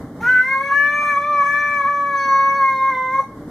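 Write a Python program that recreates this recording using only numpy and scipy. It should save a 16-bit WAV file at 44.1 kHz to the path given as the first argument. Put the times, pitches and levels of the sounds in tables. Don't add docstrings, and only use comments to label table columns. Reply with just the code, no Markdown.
import sys
import numpy as np
from scipy import signal
from scipy.fft import rfft, irfft
from scipy.io import wavfile
from scipy.ndimage import uniform_filter1d

SR = 44100
rng = np.random.default_rng(int(sys.argv[2]) if len(sys.argv) > 2 else 0)


def unload_wav(signal):
    wavfile.write(
        sys.argv[1],
        SR,
        np.round(np.clip(np.atleast_2d(signal).T, -1, 1) * 32767).astype(np.int16),
    )


N = 154350
TIME = np.arange(N) / SR


def amp(db):
    return 10 ** (np.asarray(db) / 20)


def unit(x):
    return x / np.sqrt(np.mean(x ** 2) + 1e-20)


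def curve(rows, axis=1):
    rows = np.array(rows)
    return np.interp(TIME, rows[:, 0], rows[:, axis])


def read(points, hz, axis=1):
    columns = np.transpose(points)
    return np.interp(np.log(hz + 1), np.log(columns[0]), columns[axis])


def shaped(x, gain):
    freqs_hz = np.fft.rfftfreq(x.shape[-1], 1 / SR)
    return irfft(rfft(x) * gain(freqs_hz), x.shape[-1])


def swell(start_s, length_s):
    return np.sin(np.pi * np.clip((TIME - start_s) / length_s, 0, 1))


def wobble(rate_hz):
    def band(f):
        return f / rate_hz / (1 + (f / rate_hz) ** 5)
    return unit(shaped(rng.standard_normal(N), band))


# (frequency [Hz], correlation [0-1])
DIFFUSE_CORRELATION = [(30, 1), (600, 1), (1200, 0.85), (2200, 0.4), (4500, 0), (9000, .05)]


def diffuse_pair(a, b):
    def correlation(f):
        return np.clip(read(DIFFUSE_CORRELATION, f), 0, .998)
    mid = shaped(a, lambda f: np.sqrt((1 + correlation(f)) / 2))
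    side = shaped(b, lambda f: np.sqrt((1 - correlation(f)) / 2))
    return np.array([mid + side, mid - side])


# (frequency [Hz], density [dB per Hz])
FLOOR_SPECTRUM = [(15, -75.5), (25, -21), (96, -10.5), (215, -6), (297, -6.5), (340, -13.5), (495, -13.5),
                  (537, -22), (582, -16), (919, -24.5), (1080, -22), (1170, -26), (2120, -33.5),
                  (2560, -61), (3000, -44.5), (13200, -50), (15500, -53)]
# (frequency [Hz], rms level [dB])
HUM_TONES = [(119, -49.5), (159, -49.5), (240, -49.5), (298, -44.5)]
FLOOR_DB, LUMP_DB_RMS, LUMP_HZ = -34.5, 1.4, 7


def background():
    white = rng.standard_normal((2, N))
    noise = unit(shaped(diffuse_pair(*white), lambda f: amp(read(FLOOR_SPECTRUM, f))))
    hum = np.zeros(N)
    for hz, db in HUM_TONES:
        hum += amp(db) * np.sqrt(2) * np.sin(2 * np.pi * (hz * TIME + rng.random()))
    return amp(FLOOR_DB + LUMP_DB_RMS * wobble(LUMP_HZ)) * noise + hum


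# (start [s], length [s])
VOICE_BREAKS = [(0.404, 0.38), (1.134, 0.15), (1.398, 0.077), (1.816, 0.1), (2.89, 0.07), (3.15, 0.085)]


def unsteady():
    return sum(swell(start_s, length_s) for start_s, length_s in VOICE_BREAKS)


# (time [s], pitch [Hz])
YOWL_PITCH = [(0.205, 418), (0.229, 466.7), (0.251, 469.4), (0.285, 502), (0.335, 508.2), (0.365, 501),
              (0.415, 505.8), (0.515, 537.6), (0.565, 536.7), (0.665, 558.2), (0.725, 556.3),
              (0.755, 569.9), (0.855, 579), (1.015, 586.7), (1.095, 583.8), (1.155, 564), (1.295, 591.8),
              (1.425, 566.8), (1.595, 582.6), (1.745, 578.2), (1.855, 555), (1.885, 574.4), (2.085, 566.3),
              (2.125, 560.6), (2.31, 546.4), (2.53, 550), (2.575, 554.8), (2.635, 539.7), (2.795, 530.8),
              (2.895, 537.8), (2.935, 515.4), (3.105, 517.9), (3.145, 534), (3.215, 540.7)]
JITTER, BREAK_JITTER, JITTER_HZ = .0015, .0067, 55
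START_S, ATTACK_S, RELEASE_START_S, RELEASE_S = 0.2016, 0.0096, 3.205, 0.07


def folds():
    jitter = (JITTER + BREAK_JITTER * unsteady()) * wobble(JITTER_HZ)
    hz = curve(YOWL_PITCH) * (1 + jitter)
    phase = 2 * np.pi * np.cumsum(hz) / SR
    attack = np.clip((TIME - START_S) / ATTACK_S, 0, 1)
    release = np.clip(1 - (TIME - RELEASE_START_S) / RELEASE_S, 0, 1)
    return hz, phase, attack * release


FLUTTER_RATE_HZ = 28
# (time [s], level [dB])
HARMONIC_1 = [(0.205, -55), (0.295, -45.5), (0.375, -52.5), (0.635, -31.5), (0.755, -39), (1.035, -33.5),
              (1.145, -36.5), (1.345, -28.5), (1.465, -37.5), (2.605, -32), (2.665, -38.5), (3.165, -38),
              (3.205, -25), (3.222, -53)]
HARMONIC_2 = [(0.214, -38.5), (0.228, -50), (0.265, -36), (0.385, -51.5), (0.556, -19.5), (0.677, -31),
              (0.725, -11.5), (0.774, -26.5), (1.156, -18.5), (1.175, -11), (1.224, -30), (1.254, -21),
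              (1.425, -12.5), (1.505, -21), (1.524, -36), (1.545, -22), (1.785, -21.5), (1.815, -13),
              (1.83, -28), (1.852, -13), (1.935, -21), (2.025, -16), (2.125, -21.5), (2.155, -16),
              (2.245, -22), (2.313, -13.5), (2.475, -14.5), (2.575, -18.5), (2.624, -13.5), (2.797, -21.5),
              (2.825, -15), (2.895, -16), (2.955, -29.5), (2.974, -20.5), (3.135, -23.5), (3.155, -14),
              (3.175, -22.5), (3.197, -12.5), (3.222, -31.5)]
HARMONIC_3 = [(0.214, -59.5), (0.233, -30.5), (0.259, -23.5), (0.285, -18), (0.414, -12.5), (0.445, -32.5),
              (0.556, -19.5), (0.585, -32), (0.665, -33), (0.765, -15), (0.875, -17), (1.005, -28.5),
              (1.031, -41.5), (1.055, -27), (1.115, -21.5), (1.155, -33), (1.345, -38.5), (1.375, -33),
              (1.505, -21), (1.565, -19.5), (1.995, -32.5), (2.165, -26), (2.735, -29), (2.765, -43),
              (2.895, -27.5), (2.975, -37.5), (3.135, -34), (3.2, -33.5), (3.222, -45)]
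HARMONIC_4 = [(0.205, -64), (0.285, -32.5), (0.535, -20.5), (0.575, -32), (0.675, -31), (0.695, -41),
              (0.755, -29.5), (0.945, -30), (0.985, -22), (1.125, -27.5), (1.305, -38.5), (1.404, -26.5),
              (1.425, -31.5), (1.485, -30), (1.785, -27), (1.835, -35.5), (2.065, -37.5), (2.295, -30),
              (2.516, -26), (2.545, -36.5), (2.693, -22.5), (2.745, -31.5), (2.765, -31), (2.835, -28),
              (3.163, -29.5), (3.215, -45.5)]
FLUTTER_DB_RMS = [.5, .6, .8, 1.1]
BREAK_FLUTTER_DB_RMS = 2.6
FIRM_DB = -19


def core(phase):
    out = np.zeros(N)
    for k, rows in enumerate([HARMONIC_1, HARMONIC_2, HARMONIC_3, HARMONIC_4]):
        db = curve(rows)
        weakness = np.clip((FIRM_DB - db) / 10, 0, 1) * (k > 0)
        flutter_db = FLUTTER_DB_RMS[k] + BREAK_FLUTTER_DB_RMS * unsteady() * weakness
        level = amp(db + flutter_db * wobble(FLUTTER_RATE_HZ))
        out += level * np.sqrt(2) * np.sin((k + 1) * phase)
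    return out


OVERTONE_CENTRES_HZ = [2650, 3420, 4610, 6400, 7760]
# (time [s], level at each of five centres [dB])
OVERTONE_LEVELS = [(0.22, -65.5, -81.5, -75, -71, -83), (0.29, -43, -63, -54.5, -57, -65.5),
                   (0.61, -71, -52.5, -56, -61.5, -63.5), (0.78, -33.5, -61, -47.5, -55, -62.5),
                   (0.95, -56.5, -47, -65.5, -52, -63.5), (1.07, -65.5, -50, -62, -47.5, -54.5),
                   (1.28, -68, -51, -54.5, -62.5, -71.5), (1.47, -61, -51, -56.5, -49, -60),
                   (2.1, -66, -58, -57.5, -63.5, -74), (2.21, -56.5, -54.5, -41, -46, -66),
                   (2.5, -58, -61, -43.5, -53.5, -71.5), (2.66, -76, -54, -52.5, -58, -66.5),
                   (3.07, -69.5, -47.5, -70, -59, -75.5), (3.2, -79, -57.5, -61, -54, -65)]
# (frequency [Hz], gain [dB])
OVERTONE_COLOUR = [(2150, 15), (2480, 0), (3200, 0), (3750, -3), (4400, 0), (4600, -13), (4950, -20),
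                   (5220, -4), (5500, -11), (5740, -2), (6050, 0), (6350, -2), (6600, -17), (7150, -10),
                   (7480, -2), (7750, -11), (8120, 0), (8900, -15), (10200, -3), (10800, -13), (14500, -18)]
OVERTONE_EMPHASIS = {11: 1, 12: -7}
DRIFT_DB_RMS, DRIFT_HZ, EDGE_FLUTTER_DB_RMS = 1.5, 5, 2.8


def overtones(hz, phase):
    centres = range(len(OVERTONE_CENTRES_HZ))
    levels = [curve(OVERTONE_LEVELS, axis=j + 1) for j in centres]
    shares = np.eye(len(levels))
    out = np.zeros(N)
    for k in range(5, 26):
        db = sum(levels[j] * np.interp(k * hz, OVERTONE_CENTRES_HZ, shares[j]) for j in centres)
        db += DRIFT_DB_RMS * wobble(DRIFT_HZ) + EDGE_FLUTTER_DB_RMS * wobble(FLUTTER_RATE_HZ)
        db += OVERTONE_EMPHASIS.get(k, 0) + read(OVERTONE_COLOUR, k * hz)
        out += amp(db) * np.sqrt(2) * np.sin(k * phase)
    return out


# (frequency [Hz], density [dB per Hz])
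AIR_SPECTRUM = [(300, -6.5), (600, -5), (1100, -8.5), (2200, -2), (2700, -20.5), (4100, -11), (4800, -22.5),
                (6100, -11), (8000, -27), (10000, -19.5), (12500, -24), (14300, -18.5), (15500, -26)]
# (start [s], length [s], peak level [dB], centre [Hz], half-gain half-width [Hz])
NOISE_BURSTS = [(0.214, 0.12, -39.5, 1546, 520), (0.204, 0.19, -58, 5700, 690),
                (0.67, 0.065, -39, 1310, 600), (1.009, 0.037, -31, 800, 796.5),
                (1.276, 0.14, -40, 1010, 453), (3.186, .07, -33, 920, 170)]
AIR_DB = -51.5


def air_and_bursts(phase, gate):
    breath = unit(shaped(rng.standard_normal(N), lambda f: amp(read(AIR_SPECTRUM, f))))
    air = amp(AIR_DB) * gate * breath
    for start_s, length_s, db, centre_hz, width_hz in NOISE_BURSTS:
        noise = shaped(rng.standard_normal(N), lambda f: 1 / (1 + ((f - centre_hz) / width_hz) ** 2))
        air += amp(db) * swell(start_s, length_s) * unit(noise)
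    return air * (1 + 0.24 * np.cos(phase))


# (start [s], length [s], peak level [dB], centre [Hz])
DOUBLING_STRETCHES = [(.315, .13, -40, 1780), (0.977, 0.22, -45, 1486), (1.43, 0.38, -51, 1460)]
DOUBLING_HALF_WIDTH_HZ = 460


def doubling(hz, phase):
    out = np.zeros(N)
    for start_s, length_s, db, centre_hz in DOUBLING_STRETCHES:
        level = amp(db) * swell(start_s, length_s)
        for k in np.arange(2, 8) + .5:
            offset = (k * hz - centre_hz) / DOUBLING_HALF_WIDTH_HZ
            out += level * np.sqrt(2) * np.sin(k * phase) / np.hypot(1, offset ** 2)
    return out


# (frequency [Hz], t60 [s])
ROOM_DECAY = [(300, .45), (1100, .33), (2200, .3), (4000, .2), (14000, .12)]


def room(x):
    taps = diffuse_pair(*rng.standard_normal((2, SR))) * (TIME[:SR] > .004)
    hz, t, bands = signal.stft(taps, SR, nperseg=256)
    decay = amp(-60 * t / read(ROOM_DECAY, hz)[:, None])
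    tail = signal.istft(bands * decay, SR, nperseg=256)[1]
    return signal.fftconvolve(x[None], tail / np.linalg.norm(tail[0]), axes=1)[:, :N]


# (frequency [Hz], left minus right [dB], left lead [rad])
MICROPHONE_DIFFERENCE = [(700, 0, 0), (1036, -.4, .25), (1150, 1, -.05), (1510, .7, .15), (1650, 1.8, 0),
                         (1740, 6, -.1), (2015, -1.5, .5), (2075, -3.5, -.2), (2145, 4.5, .5),
                         (2240, 6.5, 1.4), (2345, 4, .9), (3500, 1, .2)]
# (frequency [Hz], gain [dB])
ROOM_SEND = [(550, -19), (1100, -16.5), (1700, -13), (2250, -9), (3500, -5), (7000, -2), (11000, 6)]
VOICE_DB, OVERTONE_DB = 8, 4.5


def cat():
    hz, phase, gate = folds()
    low = amp(VOICE_DB) * gate * (core(phase) + doubling(hz, phase))
    high = amp(OVERTONE_DB) * (gate * overtones(hz, phase) + air_and_bursts(phase, gate))
    voice = low + high

    def right_gain(f):
        lag = np.exp(-1j * read(MICROPHONE_DIFFERENCE, f, axis=2))
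        return amp(-read(MICROPHONE_DIFFERENCE, f) / 2) * lag
    left = shaped(voice, lambda f: amp(read(MICROPHONE_DIFFERENCE, f) / 2))
    right = shaped(voice, right_gain)
    return np.array([left, right]) + room(shaped(voice, lambda f: amp(read(ROOM_SEND, f))))


def scene():
    return cat() + background()


THRESHOLD_DB, MAX_CUT_DB, DUCK_S = -24.5, 8.5, 0.092
EDGE_HZ = 15550


def record(dry):
    power = uniform_filter1d((dry ** 2).mean(0), size=900)
    power_db = 10 * np.log10(abs(power) + 1e-12)
    wanted_cut_db = np.clip(power_db - THRESHOLD_DB, 0, MAX_CUT_DB)
    r = np.exp(-1 / (DUCK_S * SR))
    cut_db = signal.lfilter([1 - r], [1, -r], wanted_cut_db)
    low_pass = signal.firwin(511, EDGE_HZ, window=("kaiser", 9), fs=SR)
    return signal.oaconvolve(dry * amp(-cut_db), low_pass[None], "same")


dry = scene()
out = record(dry)
unload_wav(out)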